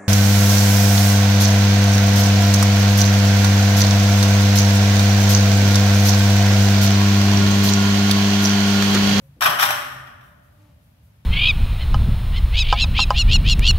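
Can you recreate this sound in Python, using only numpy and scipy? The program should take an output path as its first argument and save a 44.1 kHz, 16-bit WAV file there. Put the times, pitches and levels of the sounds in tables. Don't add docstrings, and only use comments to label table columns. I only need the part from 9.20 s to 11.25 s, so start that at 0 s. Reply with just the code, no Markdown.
import sys
import numpy as np
from scipy import signal
from scipy.fft import rfft, irfft, next_fast_len
from scipy.io import wavfile
from scipy.ndimage import uniform_filter1d

SR = 44100
rng = np.random.default_rng(int(sys.argv[2]) if len(sys.argv) > 2 else 0)


def waveform_to_disk(signal):
    frames = np.transpose(np.atleast_2d(signal))
    scaled = np.clip(frames, -1, 1) * 32767
    samples = np.round(scaled).astype(np.int16)
    wavfile.write(sys.argv[1], SR, samples)


N = 90404
TOP_HZ = 15650

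# freq_hz, relative_db
CONTACT_SPECTRUM = [(100, -39), (250, -24.5), (510, -22.5), (640, -1.5), (900, 2.5), (1150, 7.5), (1600, 6),
                    (2300, -2), (3100, 0.5), (4000, -8), (4900, -11.5), (5650, -3), (6700, -20),
                    (8000, -13), (9100, -22), (10000, -14), (11200, -18), (12900, -9), (13900, -20),
                    (15500, -18)]


def undb(db):
    return 10 ** (np.asarray(db) / 20)


def curve(points, hz):
    freqs, values = np.array(points).T
    return np.interp(np.log(hz + 1e-9), np.log(freqs), values)


def shape(x, gain):
    size = next_fast_len(N + 8192, real=True)
    return irfft(rfft(x, size) * gain(np.fft.rfftfreq(size, 1 / SR)), size)[..., :N]


def unit(x):
    return x / np.sqrt(np.mean(x ** 2, axis=-1, keepdims=True))


def noise(gain, size=N):
    return unit(shape(rng.standard_normal(size), gain))


def fade(t, t60_s):
    return (t >= 0) * np.exp(-np.log(1000) * np.maximum(t, 0) / t60_s)


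def treble_share(hz, corner_hz=3480):
    return hz ** 2 / (hz ** 2 + corner_hz ** 2)


def ventilation(level_db=-53, wide_above_hz=380):
    # freq_hz, relative_db
    spectrum = [(20, -20), (32, -37), (45, -5), (65, 2), (100, 3.5), (160, -4), (250, -12), (370, -26),
                (560, -24), (1200, -28.5), (3000, -32.5), (8000, -43), (12000, -37.5), (15500, -40.5)]
    mid, side = (noise(lambda f: undb(curve(spectrum, f))) for _ in range(2))
    side = shape(side, lambda f: f ** 2 / (f ** 2 + wide_above_hz ** 2))
    return undb(level_db) * (mid + side * np.array([[1], [-1]]))


def electronic_ticks(t, decay_s=0.044):
    # start_s, level_db
    ticks = [(.015, -67), (1.03, -63.5), (1.225, -69.5), (1.321, -75.5), (1.62, -69.5), (1.825, -69)]
    ages = [(np.maximum(t - start_s, 0) / decay_s, db) for start_s, db in ticks]
    envelope = sum(2 * undb(db) * np.sqrt(age) * np.exp(-age) for age, db in ages)
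    return envelope * noise(lambda f: np.minimum(f, 14000) * (f < TOP_HZ), (2, N))


def bar_hum(t):
    # start_s, length_s, pitch_hz, level_db
    hums = [(0, .17, 141.7, -46.5), (0, 0.093, 546, -58.5), (.22, .17, 124.1, -39.5),
            (.37, 0.29, 125.3, -44), (.45, .4, 258, -56), (.65, 0.264, 130.4, -43.5),
            (.97, 0.083, 124, -46.5)]
    out = np.zeros(N)
    for start_s, length_s, hz, db in hums:
        swell = np.sin(np.pi * np.clip((t - start_s) / length_s, 0, 1))
        out += undb(db) * swell * np.sin(2 * np.pi * hz * (t - start_s))
    return out


def floor_thud(t, level_db=-38, t60_s=0.92):
    # start_s, relative_db
    landings = [(.165, -14.5), (.212, -9), (.255, 1), (.40, -5), (.43, -6.5)]
    # freq_hz, relative_db
    spectrum = [(30, -36), (65, -14.5), (125, -4.5), (200, -9.5), (300, -12), (500, -14.5), (1000, -42),
                (4000, -80)]
    power = sum((undb(db) * fade(t - start_s, t60_s)) ** 2 for start_s, db in landings)
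    return undb(level_db) * np.sqrt(power) * noise(lambda f: undb(curve(spectrum, f)))


def plate_chatter(t, blows, clicks_per_s=1500, gain_db=16.5):
    out = np.zeros(N)
    for start_s, db, treble_db, decay_s in blows:
        age_s = t - start_s
        clicks = rng.standard_normal(N) * (rng.random(N) < clicks_per_s / SR)
        clicks *= (age_s >= 0) * np.exp(-np.abs(age_s) / decay_s)
        clicks /= np.sqrt(np.sum(clicks ** 2)) + 1e-9
        clicks[int(start_s * SR)] += 0.56
        out += undb(db) * shape(clicks, lambda f: undb(treble_db * treble_share(f)))
    return shape(out, lambda f: undb(gain_db + curve(CONTACT_SPECTRUM, f)))


def plate_ring(blows, modes, gain_db=-37.5, scatter_db=2.5):
    start_s, blow_db, treble_db, _ = blows.T
    out = np.zeros(N)
    for hz, db, t60_s in modes:
        kick_db = blow_db + treble_db * treble_share(hz) + scatter_db * rng.standard_normal(len(blows))
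        kicks = np.zeros(N, complex)
        kicks[(start_s * SR).astype(int)] = undb(kick_db) * np.exp(2j * np.pi * rng.random(len(blows)))
        pole = np.exp((2j * np.pi * hz - np.log(1000) / t60_s) / SR)
        out += undb(db) * signal.lfilter([1], [1, -pole], kicks).imag
    return undb(gain_db) * out


def overtones(count=36, low_hz=2903, high_hz=13895, boost_db=4, t60_s=0.22):
    freqs_hz = low_hz + (high_hz - low_hz) * (np.arange(count) + rng.random(count)) / count
    return [(hz, boost_db + curve(CONTACT_SPECTRUM, hz), t60_s) for hz in freqs_hz]


def clatter(t, plate_count=4):
    # start_s, relative_db, treble_db, chatter_decay_s
    blows = [(.209, -4.5, -6.5, .002), (.217, -3.5, -5, 0.0089), (0.2227, 2, -3, 0.012),
             (.238, -5.5, 5, 0.031), (0.2563, 2, -6.5, 0.003), (.261, -2.5, -2, .004),
             (.2655, 3.5, -12.5, .004), (.27, -0.5, -8.5, 0.0033), (.298, -12, 3.5, 0.0087),
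             (.389, -6.5, -4, .004), (.3955, -.5, -2, .005), (.408, -7.5, 8, 0.0099),
             (.423, -2, 3.5, 0.0042), (.429, 3, -3.5, 0.0041), (.434, 1, -4, .006), (.452, -13, 12, 0.0075),
             (.488, -7.5, -7, 0.0055), (.506, -2.5, -2.5, .006), (.554, -24, 2.5, 0.01),
             (.72, -26, -15, 0.045), (.87, -23.5, -15, 0.053), (1.01, -31, -11.5, 0.099)]
    # freq_hz, relative_db, t60_s
    plate_modes = [(587.2, 1, .45), (602.4, -3.5, .45), (834, 1.5, 0.31), (943, -5, 0.39), (1041, 2, .4),
                   (1124, 1, 0.41), (1172, -3, 0.44), (1237, -0.5, 0.57), (1383, -5.5, 0.55),
                   (1518, .5, .3), (1788, -2.5, 0.27), (1850, -1, 0.73), (2380, -11, 0.46), (3061, 3.5, .3),
                   (3106, 0.5, 0.33), (5550, -4.5, 0.35), (5740, -8.5, .3), (10180, -9.5, 0.14),
                   (12700, -9, .12)]
    modes = plate_modes + overtones()
    per_plate = [np.array(blows)[k::plate_count] for k in range(plate_count)]
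    return sum(hall(plate_chatter(t, hits) + plate_ring(hits, modes), t) for hits in per_plate)


def hall(x, t, direct_db=-2.5, early_db=1.5, tail_db=-2, early_decay_s=0.0053, build_s=0.0067):
    # freq_hz, t60_s
    decay_times = [(150, 3.6), (600, 0.76), (1400, 1.142), (2800, .9), (5000, 0.68), (9000, 0.75),
                   (14000, 0.61)]
    hz, frame_s, cells = signal.stft(rng.standard_normal((2, N)), SR, nperseg=256)
    cells *= fade(frame_s, curve(decay_times, hz)[:, None])
    tail = signal.istft(cells, SR)[1][:, :N] * (1 - np.exp(-t / build_s))
    early = rng.standard_normal((2, N)) * (rng.random((2, N)) < 2000 / SR) * np.exp(-t / early_decay_s)
    response = (undb(tail_db) * unit(tail) + undb(early_db) * unit(early)) / np.sqrt(N)
    response[0, 0] += undb(direct_db)
    response[1, int(0.0003 * SR)] += undb(direct_db)
    return signal.fftconvolve(np.atleast_2d(x), response, axes=-1)[:, :N]


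def creak(t, start_s=1.37, length_s=0.19, pitch_hz=308, sag_hz_per_s=166, tone_db=-58.5, scuff_db=-67.5):
    harmonics = [-0.5, -5.5, -11, -18]
    age_s = np.clip(t - start_s, 0, length_s)
    jitter = 0.022 * unit(uniform_filter1d(rng.standard_normal(N), size=300))
    hz = (pitch_hz - sag_hz_per_s * age_s) * (1 + jitter)
    phase = 2 * np.pi * np.cumsum(hz) / SR
    tone = sum(undb(db) * np.sin(k * phase) for k, db in enumerate(harmonics, 1))
    scuff = noise(lambda f: f ** 2 / (f ** 2 + 500 ** 2) / np.hypot(f, 1100))
    progress = age_s / length_s
    envelope = 2 * np.sqrt(progress) * (1 - progress)
    return envelope * (undb(tone_db) * tone + undb(scuff_db) * scuff)


def microphones(x, imbalance):
    # freq_hz, left_minus_right_db
    balance = [(60, 0), (150, 0.24), (700, 1), (2400, 2.5), (4500, 1.5), (6500, 3.5), (8200, 5),
               (10500, 15), (13000, 13.5), (15500, 1)]
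    return shape(x, lambda f: undb(imbalance * curve(balance, f) * np.array([[1], [-1]]) / 2))


def scene():
    t = np.arange(N) / SR
    settling = creak(t)
    barbell = clatter(t) + settling + undb(-8) * hall(settling, t) + floor_thud(t) + bar_hum(t)
    background = ventilation() + electronic_ticks(t)
    return microphones(barbell, imbalance=0.92) + microphones(background, imbalance=0.5)


def record(dry):
    low_hz, high_hz, threshold_db, cut_db = 740, 4220, -58.5, -2.5
    middle = shape(dry, lambda f: f ** 4 / (f ** 4 + low_hz ** 4) / (1 + (f / high_hz) ** 4))
    power = uniform_filter1d(np.mean(middle ** 2, axis=0), size=1800)
    level_db = 10 * np.log10(np.abs(power) + 1e-12)
    above = 0.5 + 0.5 * np.tanh(level_db - threshold_db)
    rounded = np.tanh(dry + middle * (undb(cut_db * above) - 1))
    return signal.sosfilt(signal.ellip(10, 0.2, 90, TOP_HZ, fs=SR, output="sos"), rounded)


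dry = scene()
out = record(dry)
waveform_to_disk(out)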